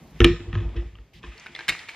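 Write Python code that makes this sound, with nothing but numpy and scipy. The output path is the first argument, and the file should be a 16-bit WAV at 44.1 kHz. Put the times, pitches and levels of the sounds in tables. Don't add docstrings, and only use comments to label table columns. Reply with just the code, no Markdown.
import sys
import numpy as np
from scipy import signal
from scipy.fft import rfft, irfft, next_fast_len
from scipy.io import wavfile

SR = 44100
rng = np.random.default_rng(int(sys.argv[2]) if len(sys.argv) > 2 else 0)


def put_to_file(sound):
    columns = np.atleast_2d(sound).T
    safe = np.clip(columns, -1, 1)
    whole_steps = np.round(safe * 32767)
    wavfile.write(sys.argv[1], SR, whole_steps.astype(np.int16))


N = 85995


def from_db(db):
    return 10 ** (np.asarray(db) / 20)


def rms_one(x):
    return x / np.sqrt(np.mean(x ** 2) + 1e-20)


def in_time(rows):
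    time_s, level_db = np.transpose(rows)
    return np.interp(np.arange(N) / SR, time_s, level_db)


def at_hz(points, hz):
    points = np.array(points)
    return np.interp(np.log(hz), np.log(points[:, 0]), points[:, 1])


def drift(rate_hz):
    pole = np.exp(-80 * np.pi * rate_hz / SR)
    noise = rng.standard_normal(N // 40 + 2002)
    slow = signal.lfilter([1], [1, -2 * pole, pole * pole], noise)[2000:]
    return np.interp(np.arange(N) / 40, np.arange(len(slow)), rms_one(slow))


def ring(clicks, hz, t60_s):
    pole = from_db(-60 / (t60_s * SR))
    angle = 2 * np.pi * hz / SR
    return signal.lfilter([0, np.sin(angle)], [1, -2 * pole * np.cos(angle), pole * pole], clicks + 1e-18)


# pitch_hz, likeness [no unit]
LIKENESS = [(60, .999), (200, 0.98), (700, 0.94), (4400, 0.8), (8000, -1.2), (15000, 0.011)]


def banded_noise(spectrum, patchy_db):
    out = 0
    shared_flicker = drift(25)
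    edges_hz = 28 * 2 ** np.arange(0, 9.6, .5)
    white = rng.standard_normal((2, 2, N))
    low_limit_hz, high_limit_hz = spectrum[0][0] / 2, spectrum[-1][0] * 2
    for k, (low_hz, high_hz) in enumerate(zip(edges_hz, edges_hz[1:])):
        hz = np.sqrt(low_hz * high_hz)
        if low_limit_hz < hz < high_limit_hz:
            band_filter = signal.butter(2, [low_hz, high_hz], "band", fs=SR, output="sos")
            mid, side = signal.sosfilt(band_filter, white[k % 2])
            alike = np.clip(at_hz(LIKENESS, hz), -1, 1)
            flicker_db = patchy_db * (shared_flicker + drift(20.6))
            gain = from_db(at_hz(spectrum, hz) + flicker_db)
            out = out + gain * (np.sqrt(1 + alike) * mid + np.sqrt(1 - alike) * side * [[1], [-1]])
    return rms_one(out)


# pitch_hz, relative level_db
AIR_COLOUR = [(35, -27.5), (70, -18.5), (150, -21), (400, -29.5), (800, -37), (2000, -45), (5000, -47.5),
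              (9000, -54.5), (15000, -79.5)]
AIR_DB = -59.5


def room_air():
    return from_db(AIR_DB) * banded_noise(AIR_COLOUR, patchy_db=-0.5)


# pitch_hz, relative level_db
HISS_COLOUR = [(3000, -7.5), (6000, -4), (11500, -9)]
HISS_DB, HISS_END_S = -63.5, .2


def treble_hiss():
    sounding = np.arange(N) / SR < HISS_END_S
    return from_db(HISS_DB) * banded_noise(HISS_COLOUR, patchy_db=-1.5) * sounding


WHINE_HZ, WHINE_DB = 13050, -86


def whine():
    return from_db(WHINE_DB) * np.sin(2 * np.pi * WHINE_HZ * np.arange(N) / SR)


# time_s, level_db
HANDLING = [(0, -46), (.19, -51.5), (.4, -48), (.65, -41.5), (.85, -48.5), (1.0, -77), (1.2, -57.5),
            (1.3, -54.5), (1.37, -72), (1.6, -79), (1.8, -63), (1.95, -79)]
# pitch_hz, relative level_db
HANDLING_COLOUR = [(30, -6.5), (60, 0.5), (160, 3.5), (300, -6.5), (480, -13.5), (1000, -15), (1600, -30.5)]


def handling_noise():
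    return from_db(in_time(HANDLING)) * banded_noise(HANDLING_COLOUR, patchy_db=2.0)


# time_s, level_db
BRUSH = [(0, -64), (.12, -65), (.15, -57.5), (.2, -52), (.45, -56.5), (.6, -58), (.72, -57), (.9, -61.5),
         (1.05, -69), (1.2, -82), (1.228, -60), (1.25, -52), (1.33, -52.5), (1.44, -49), (1.53, -51.5),
         (1.62, -45.5), (1.67, -49.5), (1.8, -44.5), (1.87, -49), (1.95, -45.5)]
# pitch_hz, relative level_db
BRUSH_COLOUR = [(500, -11), (900, -7), (1500, -8), (2100, -0.5), (3200, -7), (4800, -17.5), (7000, -17.5),
                (10000, -31.5), (15000, -41.5)]


def brushing():
    return from_db(in_time(BRUSH)) * banded_noise(BRUSH_COLOUR, patchy_db=.9)


# start_s, then the level_db that each mode in COUNTER swells towards (six columns)
PUSHES = [(0.141, -37, -56, -39, -63, -65, -54), (0.203, -4, -5.5, -27, -9, -9, -16.5),
          (0.244, -10, -34, -14.5, -6, -5, -16.5), (0.296, -18.5, -19, -24.5, -19.5, -17.5, -37),
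          (0.332, -25.5, -48, -28, -40, -34, -34.5), (0.397, -36, -29, -41, -31, -36, -47.5),
          (0.473, -25.5, -24, -55, -37, -35, -47), (0.53, -19, -23, -26.5, -38, -41.5, -49),
          (0.556, -24.5, -10.5, -46, -29.5, -32, -48), (0.609, -21, -41, -31.5, -31.5, -32.5, -49),
          (0.649, -15.5, -25.5, -35.5, -39, -37.5, -46), (.71, -31.5, -37, -53, -46, -53, -51),
          (0.756, -21.5, -20.5, -37, -45, -34, -37.5), (0.778, -16, -49, -46, -41, -29.5, -59),
          (0.851, -27, -40, -41, -53, -51.5, -52), (0.929, -36.5, -39, -50.5, -60, -58.5, -61.5),
          (0.986, -31.5, -46.5, -66, -59, -60, -55.5), (1.141, -41, -53, -52, -81, -58.5, -78),
          (1.236, -36.5, -59, -44.5, -39, -45.5, -47), (1.272, -28, -46, -52, -56, -48, -56),
          (1.353, -76, -62, -93, -47.5, -56, -48.5), (1.492, -74, -72, -51.5, -42.5, -49.5, -62),
          (1.594, -74, -67, -64, -59, -48, -50), (1.685, -38, -40.5, -37, -32, -44, -48)]
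# pitch_hz, t60_s, swell_s (time constant), waver [random pitch wander, share of pitch]
COUNTER = [(54.4, 0.18, 0.0057, 0.027), (99.27, 0.14, 0.015, 0.0076), (157.2, 0.15, .005, 0.065),
           (246, 0.05, 0.0079, .05), (344.3, 0.25, 0.0023, 0.013), (453, 0.11, 0.0027, 0.029)]
FLUTTER_DB = 1.1
COUNTER_SIDE_DB = -32.5


def counter():
    t = np.arange(N) / SR
    pushes = np.array(PUSHES)
    last = np.maximum(np.searchsorted(pushes[:, 0], t) - 1, 0)
    age_s = np.maximum(t - pushes[last, 0], 0)
    out = 0
    for k, (hz, t60_s, swell_s, waver) in enumerate(COUNTER):
        target = from_db(pushes[last, k + 1] - 60 * age_s / t60_s) * (t > pushes[0, 0])
        pole = np.exp(-1 / (swell_s * SR))
        level = signal.lfilter([1 - pole], [1, -pole], target)
        moving_hz = hz * (1 + waver * drift(18.1))
        phase = 2 * np.pi * (np.cumsum(moving_hz) / SR + rng.random())
        lean = from_db(COUNTER_SIDE_DB) * hz / 150 * np.cos(phase) * [[1], [-1]]
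        out = out + level * from_db(FLUTTER_DB * drift(40)) * (np.sin(phase) + lean)
    return out


CONTACT_S = .0002
RANDOM_SHIFT = 2.5
BRIGHT_TOP_HZ = 5570
HARD_FROM_HZ, HARD_SHARE = 6000, .4


def strikes(events, modes, cycles, chatter_s, chatter_db, count=6):
    start_s, level_db, crack_hz, tilt_db, body_db = np.transpose(events)
    when, sign = rng.random((len(start_s), 2, count)).transpose(1, 0, 2)
    when[:, 0] = 0
    chatter = from_db(chatter_db - 3.65 * when) * np.sign(sign - .5)
    size = np.where(when > 0, chatter, 1) * from_db(level_db)[:, None] / 2
    lag = (chatter_s * when * SR).astype(int)
    scatter, shift = rng.standard_normal((len(start_s), 2, len(modes))).transpose(1, 0, 2)
    soft = np.hanning(int(CONTACT_S * SR) + 2)
    soft = soft / soft.sum()
    crack_len = SR // 40
    out = np.zeros(N + SR)
    for k, start in enumerate((start_s * SR).astype(int)):
        touches = np.zeros(SR)
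        np.add.at(touches, lag[k], size[k])
        softened = np.convolve(touches[:crack_len], soft)[:crack_len]
        out[start:start + crack_len] += ring(softened, crack_hz[k], cycles / crack_hz[k])
        for m, (mode_hz, mode_db, t60_s) in enumerate(modes):
            span = min(int((chatter_s + 1.5 * t60_s) * SR), SR)
            bright_db = tilt_db[k] * np.log2(min(mode_hz, BRIGHT_TOP_HZ) / 2500)
            hard_db = HARD_SHARE * level_db[k] * (mode_hz > HARD_FROM_HZ)
            gain = from_db(mode_db + body_db[k] + 2 * scatter[k, m] + bright_db + hard_db)
            shift_hz = np.clip(RANDOM_SHIFT * shift[k, m] / t60_s, -mode_hz / 10, mode_hz / 10)
            rung = ring(touches[:span], mode_hz + shift_hz, t60_s)
            out[start:start + span] += (-1) ** m * gain * rung
    return out[:N]


# pitch_hz, relative level_db, t60_s
JAR = [(698, -30, 0.04), (1010, -18.5, 0.045), (1244, -9.5, 0.031), (1480, -7, 0.013), (1766, -5.5, 0.028),
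       (1931, -6, 0.02), (2090, -10, 0.01), (3070, -13.5, 0.017), (2550, -2.5, 0.018), (3352, -4, 0.01),
       (3826, -8, 0.008), (4560, -15, 0.0027), (5670, -22, 0.0072), (6600, -25.5, 0.0027),
       (8130, -39.5, .004), (10100, -37, 0.002)]
# pitch_hz, relative level_db, t60_s
GLASS = [(5367, -52, .3), (6495, -57, .2), (7270, -67, .75), (7281, -71, .6)]
# start_s, relative level_db, crack_hz, brightness [dB per octave], body_ring_db
KNOCKS = [(.2040, -2, 2620, 0.5, 1.5), (.2154, -18.5, 1500, -5.5, 4), (.2415, -14.5, 2000, -2, 0),
          (.2447, 4, 3020, 6.5, -1), (.2487, -14.5, 3600, 7, 8), (.2527, -28, 3520, -15.5, -3),
          (.2672, -23, 2960, -2, -4), (.5295, -24.5, 2340, -3, -1), (.5526, -20, 2300, -8.5, -1.8),
          (.6918, -38.5, 4300, 12, -7.5), (.7652, -39.5, 3630, 15.5, -1.5), (.7771, -29, 1950, 0.5, -10),
          (.9542, -35, 2240, -1, -5.5), (.9856, -45.5, 2085, -1, 4.5), (1.2305, -36.5, 2020, -4, 2.3),
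          (1.2378, -33.5, 2230, -5, 3)]


def jar_knocks():
    return strikes(KNOCKS, JAR + GLASS, cycles=3, chatter_s=0.001818, chatter_db=-9)


GRAINS_PER_S = 1900


def grating(level, modes):
    touched = rng.random(N) < GRAINS_PER_S / SR
    grains = touched * rng.standard_normal(N) * from_db(in_time(level))
    return sum((-1) ** k * from_db(db) * ring(grains, hz, t60_s) for k, (hz, db, t60_s) in enumerate(modes))


# time_s, grain level_db
GRATING = [(.203, -76), (.207, -32), (.24, -49), (.25, -39), (.4, -56.5), (.528, -69), (.533, -46.5),
           (.6, -49.5), (.66, -62), (.74, -90), (.765, -48), (.8, -58), (.87, -73.5), (1.0, -83),
           (1.222, -91), (1.232, -46.5), (1.27, -62), (1.34, -55.5), (1.37, -85)]
GLASS_GRATE_DB = 16.5


def jar_grating():
    glass = [(hz, db + GLASS_GRATE_DB, t60_s) for hz, db, t60_s in GLASS]
    return grating(GRATING, JAR + glass)


PORT_HZ, PORT_DB = 7000, 3.5


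def ports(x):
    size = next_fast_len(N)
    hz = np.fft.rfftfreq(size, 1 / SR)
    side_gain = from_db(PORT_DB) / np.sqrt(1 + (PORT_HZ / (hz + 1)) ** 5.5)
    side = irfft(1j * rfft(x, size) * side_gain, size)[:N]
    return x + side * [[1], [-1]]


# low_hz, high_hz, t60_s, relative level_db, side_minus_mid_db
KITCHEN = [(284, 790, 0.18, 3.5, -27.5), (1280, 3000, 0.31, -6.5, -16.5), (3230, 8000, 0.31, -7, -39.5),
           (5700, 11000, 0.62, -21, 13.5)]
FIRST_ECHO_S = 0.0014


def kitchen(x):
    t = np.arange(SR // 2) / SR
    white = rng.standard_normal((2, len(t))) * (t > FIRST_ECHO_S)
    tail = 0
    for low_hz, high_hz, t60_s, db, side_db in KITCHEN:
        band = signal.sosfilt(signal.butter(2, [low_hz, high_hz], "band", fs=SR, output="sos"), white)
        gain = from_db([[db], [db + side_db]]) / np.sqrt(t60_s * SR / 14)
        tail = tail + band * from_db(-60 * t / t60_s) * gain
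    mid, side = signal.fftconvolve(tail, x[None])[:, :N]
    return mid + side * [[1], [-1]]


# pitch_hz, relative level_db
SCUFF_COLOUR = [(1300, -35.5), (1900, -0.5), (2800, 0.5), (4200, -5.5), (5500, -14), (8000, -20),
                (15000, -23)]
SCUFF_S, SCUFF_DB = 1.132, -52.5
SCUFF_SWELL_S, SCUFF_HOLD_S, SCUFF_RELEASE_S = 0.0045, 0.044, 0.022


def scuff():
    t = np.arange(N) / SR - SCUFF_S
    swell = np.clip(t / SCUFF_SWELL_S, 0, 1)
    release = np.exp(-np.maximum(t - SCUFF_HOLD_S, 0) / SCUFF_RELEASE_S)
    return from_db(SCUFF_DB) * swell * release * banded_noise(SCUFF_COLOUR, patchy_db=1.5)


# pitch_hz, relative level_db, t60_s
LID = [(1160, -12, 0.0073), (1614, -8, 0.016), (1794, -7, .025), (2163, -7, 0.026), (2425, -11.5, 0.037),
       (2820, -4.5, 0.0068), (3140, -10.5, 0.016), (3700, -10, 0.017), (4150, -10.5, 0.016),
       (4740, -14.5, 0.011), (5720, -13.5, 0.0055), (7200, -15.5, 0.0065), (8740, -15, 0.0027),
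       (12630, -19, 0.002)]
# start_s, relative level_db, crack_hz, brightness [dB per octave], body_ring_db
CLICKS = [(1.379, -29.5, 4500, 12, -10), (1.3985, -32.5, 5000, 18, -11), (1.4618, -24, 1530, 10.5, -14),
          (1.4664, -20, 2250, 1, -6), (1.5503, -17, 3480, 5, -24), (1.5506, -24.5, 2120, 5, -2),
          (1.5619, -27, 2000, 1, 4), (1.5907, -19, 1630, -2.5, -1.5), (1.607, -39.5, 1900, -5, 17),
          (1.6816, -15, 1600, 5, 1), (1.6885, -6.5, 2795, 4.5, 0), (1.6939, -8, 1830, 8.5, -4.5),
          (1.6999, -11.5, 2460, -3.5, 0), (1.7235, -16.5, 2730, -12, -11), (1.7502, -24.5, 2560, -13, -5),
          (1.7913, -30, 3600, 1.5, 6.5), (1.8868, -28, 2480, -3.5, 6), (1.8912, -23.5, 2370, -4.5, 2)]


def cap_clicks():
    return strikes(CLICKS, LID, cycles=35.3, chatter_s=.006, chatter_db=-12)


# time_s, grain level_db
CRUNCH = [(1.68, -90), (1.682, -25), (1.698, -28), (1.72, -42), (1.77, -51), (1.88, -60.5), (1.89, -42),
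          (1.93, -55)]


def cap_crunch():
    return grating(CRUNCH, LID)


def scene():
    background = room_air() + treble_hiss() + whine()
    hands = handling_noise() + brushing() + scuff()
    blows = jar_knocks() + jar_grating() + cap_clicks() + cap_crunch()
    return background + hands + counter() + ports(blows) + kitchen(blows)


RUMBLE_CUT_HZ, CUTOFF_HZ = 30, 16300
TOP = 1.25


def record(dry):
    thin = signal.sosfilt(signal.butter(2, RUMBLE_CUT_HZ, "high", fs=SR, output="sos"), dry)
    rounded = TOP * np.tanh(thin / TOP)
    return signal.sosfilt(signal.cheby2(12, 70, CUTOFF_HZ, fs=SR, output="sos"), rounded)


dry = scene()
out = record(dry)
put_to_file(out)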